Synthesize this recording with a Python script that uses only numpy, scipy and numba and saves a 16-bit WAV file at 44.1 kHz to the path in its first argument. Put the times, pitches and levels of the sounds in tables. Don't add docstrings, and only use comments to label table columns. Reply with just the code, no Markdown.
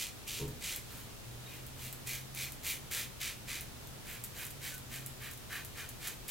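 import sys
import numpy as np
from scipy import signal
from scipy.fft import rfft, irfft
from scipy.io import wavfile
from scipy.ndimage import uniform_filter1d
from numba import njit

SR = 44100
rng = np.random.default_rng(int(sys.argv[2]) if len(sys.argv) > 2 else 0)


def dump(signal):
    limited = np.clip(np.atleast_2d(signal).T, -1, 1)
    pcm = np.round(limited * 32767).astype(np.int16)
    wavfile.write(sys.argv[1], SR, pcm)


N = 277830
TIME = np.arange(N) / SR
TOP_HZ = 15900

# (start_s, attack_s, hold_s, rasp_db, crispness_db, skin_pitch_hz, skin_width_hz, fizz_against_hairs_db)
STROKE_TABLE = [ (-.035, 0.034, 0.034, -45, -39, 2680, 1000, -16),
                (0.263, 0.019, 0.11, -47, -43, 2750, 900, -21),
                (0.599, 0.046, 0.089, -44.5, -41, 2430, 1100, -18),
                (0.858, 0.059, 0.091, -55.5, -53, 1500, 1300, 5),
                (1.398, 0.14, 0.031, -53, -55, 2380, 1200, 2),
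                (1.756, 0.087, 0.026, -52, -46, 2500, 1400, 1.5),
                (2.057, 0.018, 0.076, -45.5, -41.5, 2330, 600, -1.5),
                (2.333, 0.066, .040, -43.5, -40.5, 2360, 400, -5.5),
                (2.622, 0.05, 0.038, -40.5, -37, 2448, 451.3, 0),
                (2.902, .022, 0.079, -41, -38.5, 2260, 1190, -2),
                (3.196, 0.019, 0.065, -40, -41, 2350, 900, -16),
                (3.468, 0.021, 0.077, -43, -43.5, 2200, 900, -15),
                (4.035, 0.054, 0.055, -47.5, -48.5, 2070, 1100, 4),
                (4.329, 0.067, 0.036, -44.5, -45, 1965, 1300, 2),
                (4.598, 0.054, 0.036, -45, -43, 2172, 1000, -2),
                (4.890, 0.046, .030, -45.5, -45.5, 2080, 1000, 1),
                (5.192, 0.042, .038, -44.5, -49.5, 2000, 1124, 4),
                (5.488, 0.037, 0.044, -40, -46.5, 1760, 810, 1),
                (5.747, 0.037, 0.025, -43, -47, 1920, 1140, -7),
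                (5.990, 0.073, .012, -43, -42.5, 2087, 1200, -3),
                (6.274, .020, .050, -43.5, -40, 2330, 900, -1), ]
# (pitch_hz, relative_level_db)
LATHER_COLOUR = [(800, -12), (3000, -5), (5500, -9), (7500, -1.5), (9500, -3.5), (12500, 1.5),
                 (16000, -0.5)]


def undb(db):
    return 10 ** (np.asarray(db) / 20)


def unit(x):
    return x / np.sqrt(np.mean(x ** 2))


def on_log_axis(points, size):
    hz, value = np.transpose(points)
    return np.interp(np.log(np.fft.rfftfreq(size, 1 / SR) + 1), np.log(hz), value)


def colour(x, points):
    size = 2 * N
    cepstrum = irfft(np.log(undb(on_log_axis(points, size))))
    cepstrum[1:N] *= 2
    cepstrum[N + 1:] = 0
    response = np.exp(rfft(cepstrum))
    return irfft(rfft(x, size) * response)[..., :N]


def noise_pair(likeness, size):
    c = np.clip(on_log_axis(likeness, size), -1, 1)
    weights = np.sqrt([(1 + c) / 2, (1 - c) / 2])
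    mid, side = rfft(rng.standard_normal((2, size))) * weights
    return irfft([mid + side, mid - side], size)


@njit
def svf(x, hz, width):
    y, b, l = np.empty(len(x)), 0., 0.
    for i in range(len(x)):
        g, k = np.tan(np.pi * hz[i] / SR), width[i] / hz[i]
        v = (b + g * (x[i] - l)) / (1 + g * (g + k))
        b, l, y[i] = 2 * v - b, l + 2 * g * v, k * v
    return y


def resonate(x, hz, width_hz):
    return svf(x, hz * np.ones(N), width_hz * np.ones(N))


def snaps(rate, spread_db):
    chance = rng.random(N)
    size = np.minimum(rng.exponential(size=N), 4.5)
    sign = rng.choice([-1, 1], N)
    clicks = (chance < rate / SR) * sign * undb(spread_db * size)
    power = uniform_filter1d(clicks ** 2, size=900)
    return clicks / np.sqrt(np.abs(power) + 1e-9)


def strokes(attack_power=1.04, lift_s=.07, rasp_release_db_per_s=213, crisp_release_db_per_s=235,
            crisp_sag_db_per_s=5):
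    rasp, crisp = np.zeros(N), np.zeros(N)
    for start, attack, hold, rasp_db, crisp_db, *_ in STROKE_TABLE:
        touching = (TIME >= start) & (TIME < start + attack + hold + lift_s)
        age = TIME[touching] - start
        press = np.minimum(age / attack, 1) ** attack_power
        easing = np.maximum(age - attack - hold, 0)
        rasp[touching] += press * undb(rasp_db - rasp_release_db_per_s * easing)
        crisp_now_db = crisp_db - crisp_sag_db_per_s * age - crisp_release_db_per_s * easing
        crisp[touching] += press * undb(crisp_now_db)
    return rasp, crisp


def skin_patch():
    start, attack, hold, _, _, *patch = np.transpose(STROKE_TABLE)
    middle = start + attack + hold / 2
    return [np.interp(TIME, middle, column) for column in patch]


def razor():
    # (pitch_hz, width_hz, relative_level_db)
    head_modes = [(1750, 24, -6), (1850, 20, -20), (2098, 11, -0.5), (2294, 45, -6.5), (2450, 44, 3.5),
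                  (2860, 640, -3.5), (3050, 25, -7), (3175, 19, 0), (3573, 55, -4.5), (3920, 120, 0.5),
                  (4540, 210, -10)]
    # (pitch_hz, relative_level_db)
    snap_colour = [(500, -18.5), (1200, -13.5), (1800, -11.5), (2400, -4.5), (3000, 7), (4200, 5),
                   (5200, 2.5), (6300, 3.5), (7800, 2.5), (9500, 0), (13000, -1.5), (16000, -4)]
    rasp_gain, crisp_gain = strokes()
    skin_hz, skin_width, fizz_db = skin_patch()
    unevenness = unit(resonate(rng.standard_normal(N), 67, width_hz=120))
    tufts = unit(undb(0.78 * unevenness))
    hairs = tufts * snaps(rate=5000, spread_db=4)
    rub = undb(2) * tufts * rng.standard_normal(N)
    drag = unit(hairs + rub)
    tug = resonate(drag, skin_hz, width_hz=2100)
    skin = resonate(tug, skin_hz, skin_width) / np.sqrt(skin_width)
    head = sum(undb(db) * resonate(tug, hz, width) for hz, width, db in head_modes)
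    rasp = unit(unit(skin) + undb(-3.5) * unit(head))
    fizz = undb(fizz_db) * unit(colour(snaps(rate=5000, spread_db=5.5), LATHER_COLOUR))
    crisp = (unit(colour(hairs, snap_colour)) + fizz) / np.sqrt(1 + undb(fizz_db) ** 2)
    return undb(-2.5) * rasp_gain * rasp + undb(0.84) * crisp_gain * crisp


def mic_noise():
    # (pitch_hz, relative_level_per_hz_db)
    hiss_colour = [(12, -32), (20, -1), (101, -5), (175, -7.5), (416, -12.5), (932, -17), (1630, -19.5),
                   (1870, -19.5), (2090, -21), (2330, -20), (2540, -20), (3750, -20), (4550, -22),
                   (7310, -23.5), (15500, -26)]
    # (pitch_hz, correlation)
    hiss_likeness = [(30, 0.27), (100, 0.15), (250, 0.088), (500, 0.049), (2000, 0.1), (12000, 0.06)]
    return undb(-48.7) * unit(colour(noise_pair(hiss_likeness, N), hiss_colour))


def mains_hum():
    # (pitch_hz, first_resonance_width_hz, rms_level_db)
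    hum_tones = [(80, 20, -63), (120.54, 2.8, -63.5), (120.1, 19, -61.5), (208.8, 4.8, -74.5),
                 (238, 3.2, -70.5), (422.5, 14, -74.5)]
    hum = np.zeros(N)
    for hz, width, db in hum_tones:
        narrow = resonate(rng.standard_normal(N), hz, width)
        hum += undb(db) * unit(resonate(narrow, hz, 2 * width))
    return hum


def lather(peak_s=0.00026, crackle_s=0.011, scatter=0.11):
    # (start_s, relative_level_db, crackle_against_pop_db)
    tick_times = [(0.279, -41, -17), (.479, -53.5, -6), (.7615, -35.5, -18), (1.666, -49.5, -12.5),
                  (1.9273, -40.5, -16.5), (2.0732, -38, -24), (2.348, -47, -10), (2.5208, -47, -9),
                  (2.9135, -44, -16), (3.213, -46, -13), (3.6088, -46, -8), (3.8717, -53, -12),
                  (4.2388, -38, -12), (4.451, -45, -13), (4.4665, -42, -20), (4.505, -54, -3.5),
                  (4.7406, -45.5, -8.5), (4.78, -47, -16), (5.0621, -38, -16.5), (5.312, -49.5, -9),
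                  (5.335, -46.5, -20), (5.375, -49, -16), (5.6484, -46, -9.5), (5.89, -42.5, -15),
                  (6.0738, -37.5, -12.5), (6.2825, -38, -18)]
    # (pitch_hz, relative_level_db)
    bubbles = [(7400, -3), (10400, -0.5), (13300, -1.5), (15000, -7)]
    pops, crackle = np.zeros(N), np.zeros(N)
    hz, bubble_db = np.transpose(bubbles)
    for start, db, crackle_db in tick_times:
        first = int(start * SR)
        age = TIME[:min(N - first, SR // 8)]
        span = slice(first, first + len(age))
        size, turn = rng.uniform(-1, 1, (2, len(hz), 1))
        bubble_hz = hz[:, None] * (1 + scatter * size)
        ring = undb(bubble_db) @ np.sin(2 * np.pi * (bubble_hz * age + turn))
        burst = age / peak_s * np.exp(1 - age / peak_s)
        pops[span] += undb(db) * ring * burst
        crackle[span] += undb(db + crackle_db) * np.exp(-age / crackle_s)
    foam = snaps(rate=6000, spread_db=4.5)
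    return undb(7.0) * pops + undb(16) * colour(crackle * foam, LATHER_COLOUR)


def bump(thud_t60_s=0.55):
    # (start_s, relative_level_db)
    blows = [(.399, 1.5), (.414, 4.5), (.426, 1.5), (.455, -3.5), (0.477, -6)]
    # (pitch_hz, fade_by_60_db_s, relative_level_db)
    panel_modes = [(62.7, 0.45, -10), (137.5, 0.3, 6.5), (251, .4, -4), (326, 0.39, 0), (420.3, 0.46, 5),
                   (494, .25, -14), (935, 0.13, -6), (1015, 0.11, -19)]
    # (pitch_hz, relative_level_db)
    thud_colour = [(40, -2.5), (130, 5), (260, -1), (460, -9), (650, -21), (1050, -24), (1500, -42),
                   (4000, -70)]
    ring, shake = np.zeros(N), np.zeros(N)
    for start, db in blows:
        age = np.maximum(TIME - start, 0)
        shake += (age > 0) * undb(db - 60 * age / thud_t60_s)
        for hz, t60, mode_db in panel_modes:
            fade = undb(db + mode_db - 60 * age / t60)
            ring += fade * np.sin(2 * np.pi * hz * age)
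    rumble = shake * unit(colour(rng.standard_normal(N), thud_colour))
    return undb(-52.5) * ring + undb(-53.5) * rumble


def engine():
    # (time_s, pitch_hz, rms_level_db)
    drone_path = [(1.0, 105.4, -87), (1.27, 115.1, -52), (1.45, 123.6, -55), (1.8, 128.6, -53.5),
                  (2.47, 133, -52.5), (2.65, 135.3, -60.5), (3.0, 140.4, -67), (4.3, 141, -64),
                  (4.55, 138.7, -57.5), (4.8, 132, -55), (5.08, 130.8, -53), (5.25, 133, -62),
                  (6.3, 133.2, -61)]
    s, *columns = np.transpose(drone_path)
    hz, db = (np.interp(TIME, s, column) for column in columns)
    return undb(db) * np.sqrt(2) * np.sin(2 * np.pi * np.cumsum(hz) / SR)


def squeaks():
    # (middle_s, pitch_hz, time_from_middle_to_37_percent_s, peak_level_db)
    squeak_notes = [(1.467, 3780, 0.006, -50), (4.741, 1507, 0.021, -52), (5.838, 1508, 0.016, -52)]
    song = np.zeros(N)
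    for middle, hz, length, db in squeak_notes:
        swell = np.exp(-((TIME - middle) / length) ** 2)
        song += undb(db) * swell * np.sin(2 * np.pi * hz * TIME)
    return song


def bathroom(x, t60_s=0.26, wet_db=-5.0, treble_db=3, gap_s=0.0011, count=4):
    # (pitch_hz, correlation)
    room_likeness = [(200, 0.99), (2200, 0.98), (3100, 1), (5000, 1), (8000, 0.1), (11000, 0.23),
                     (15000, -0.71)]
    age = TIME[:SR // 2]
    decay = np.exp(-np.log(1000) * age / t60_s) * (age > gap_s)
    decay *= undb(wet_db) / np.sqrt(np.sum(decay ** 2))
    thrown = colour(x, [(3000, 0), (12000, treble_db)])
    place = np.linspace(0, count - 1, N)
    out = x
    for k in range(count):
        share = np.sqrt(np.maximum(1 - np.abs(place - k), 0))
        tail = noise_pair(room_likeness, len(age)) * decay
        out = out + signal.fftconvolve([share * thrown], tail, axes=1)[:, :N]
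    return out


def ports(pair, lag_samples=0.21, shade_db=1.0):
    hz = np.fft.rfftfreq(N, 1 / SR)
    delay = np.exp(-2j * np.pi * hz * lag_samples / SR)
    shade = undb(-shade_db * hz / TOP_HZ)
    left = irfft(rfft(pair[0]) * delay * shade, N)
    return np.array([left, pair[1]])


def scene():
    near = razor() + lather() + bump() + squeaks()
    background = mic_noise() + mains_hum() + engine()
    return ports(bathroom(near)) + background


def record(dry):
    top_cut = signal.ellip(10, .2, 70, TOP_HZ, fs=SR, output="sos")
    return signal.sosfilt(top_cut, dry)


dry = scene()
out = record(dry)
dump(out)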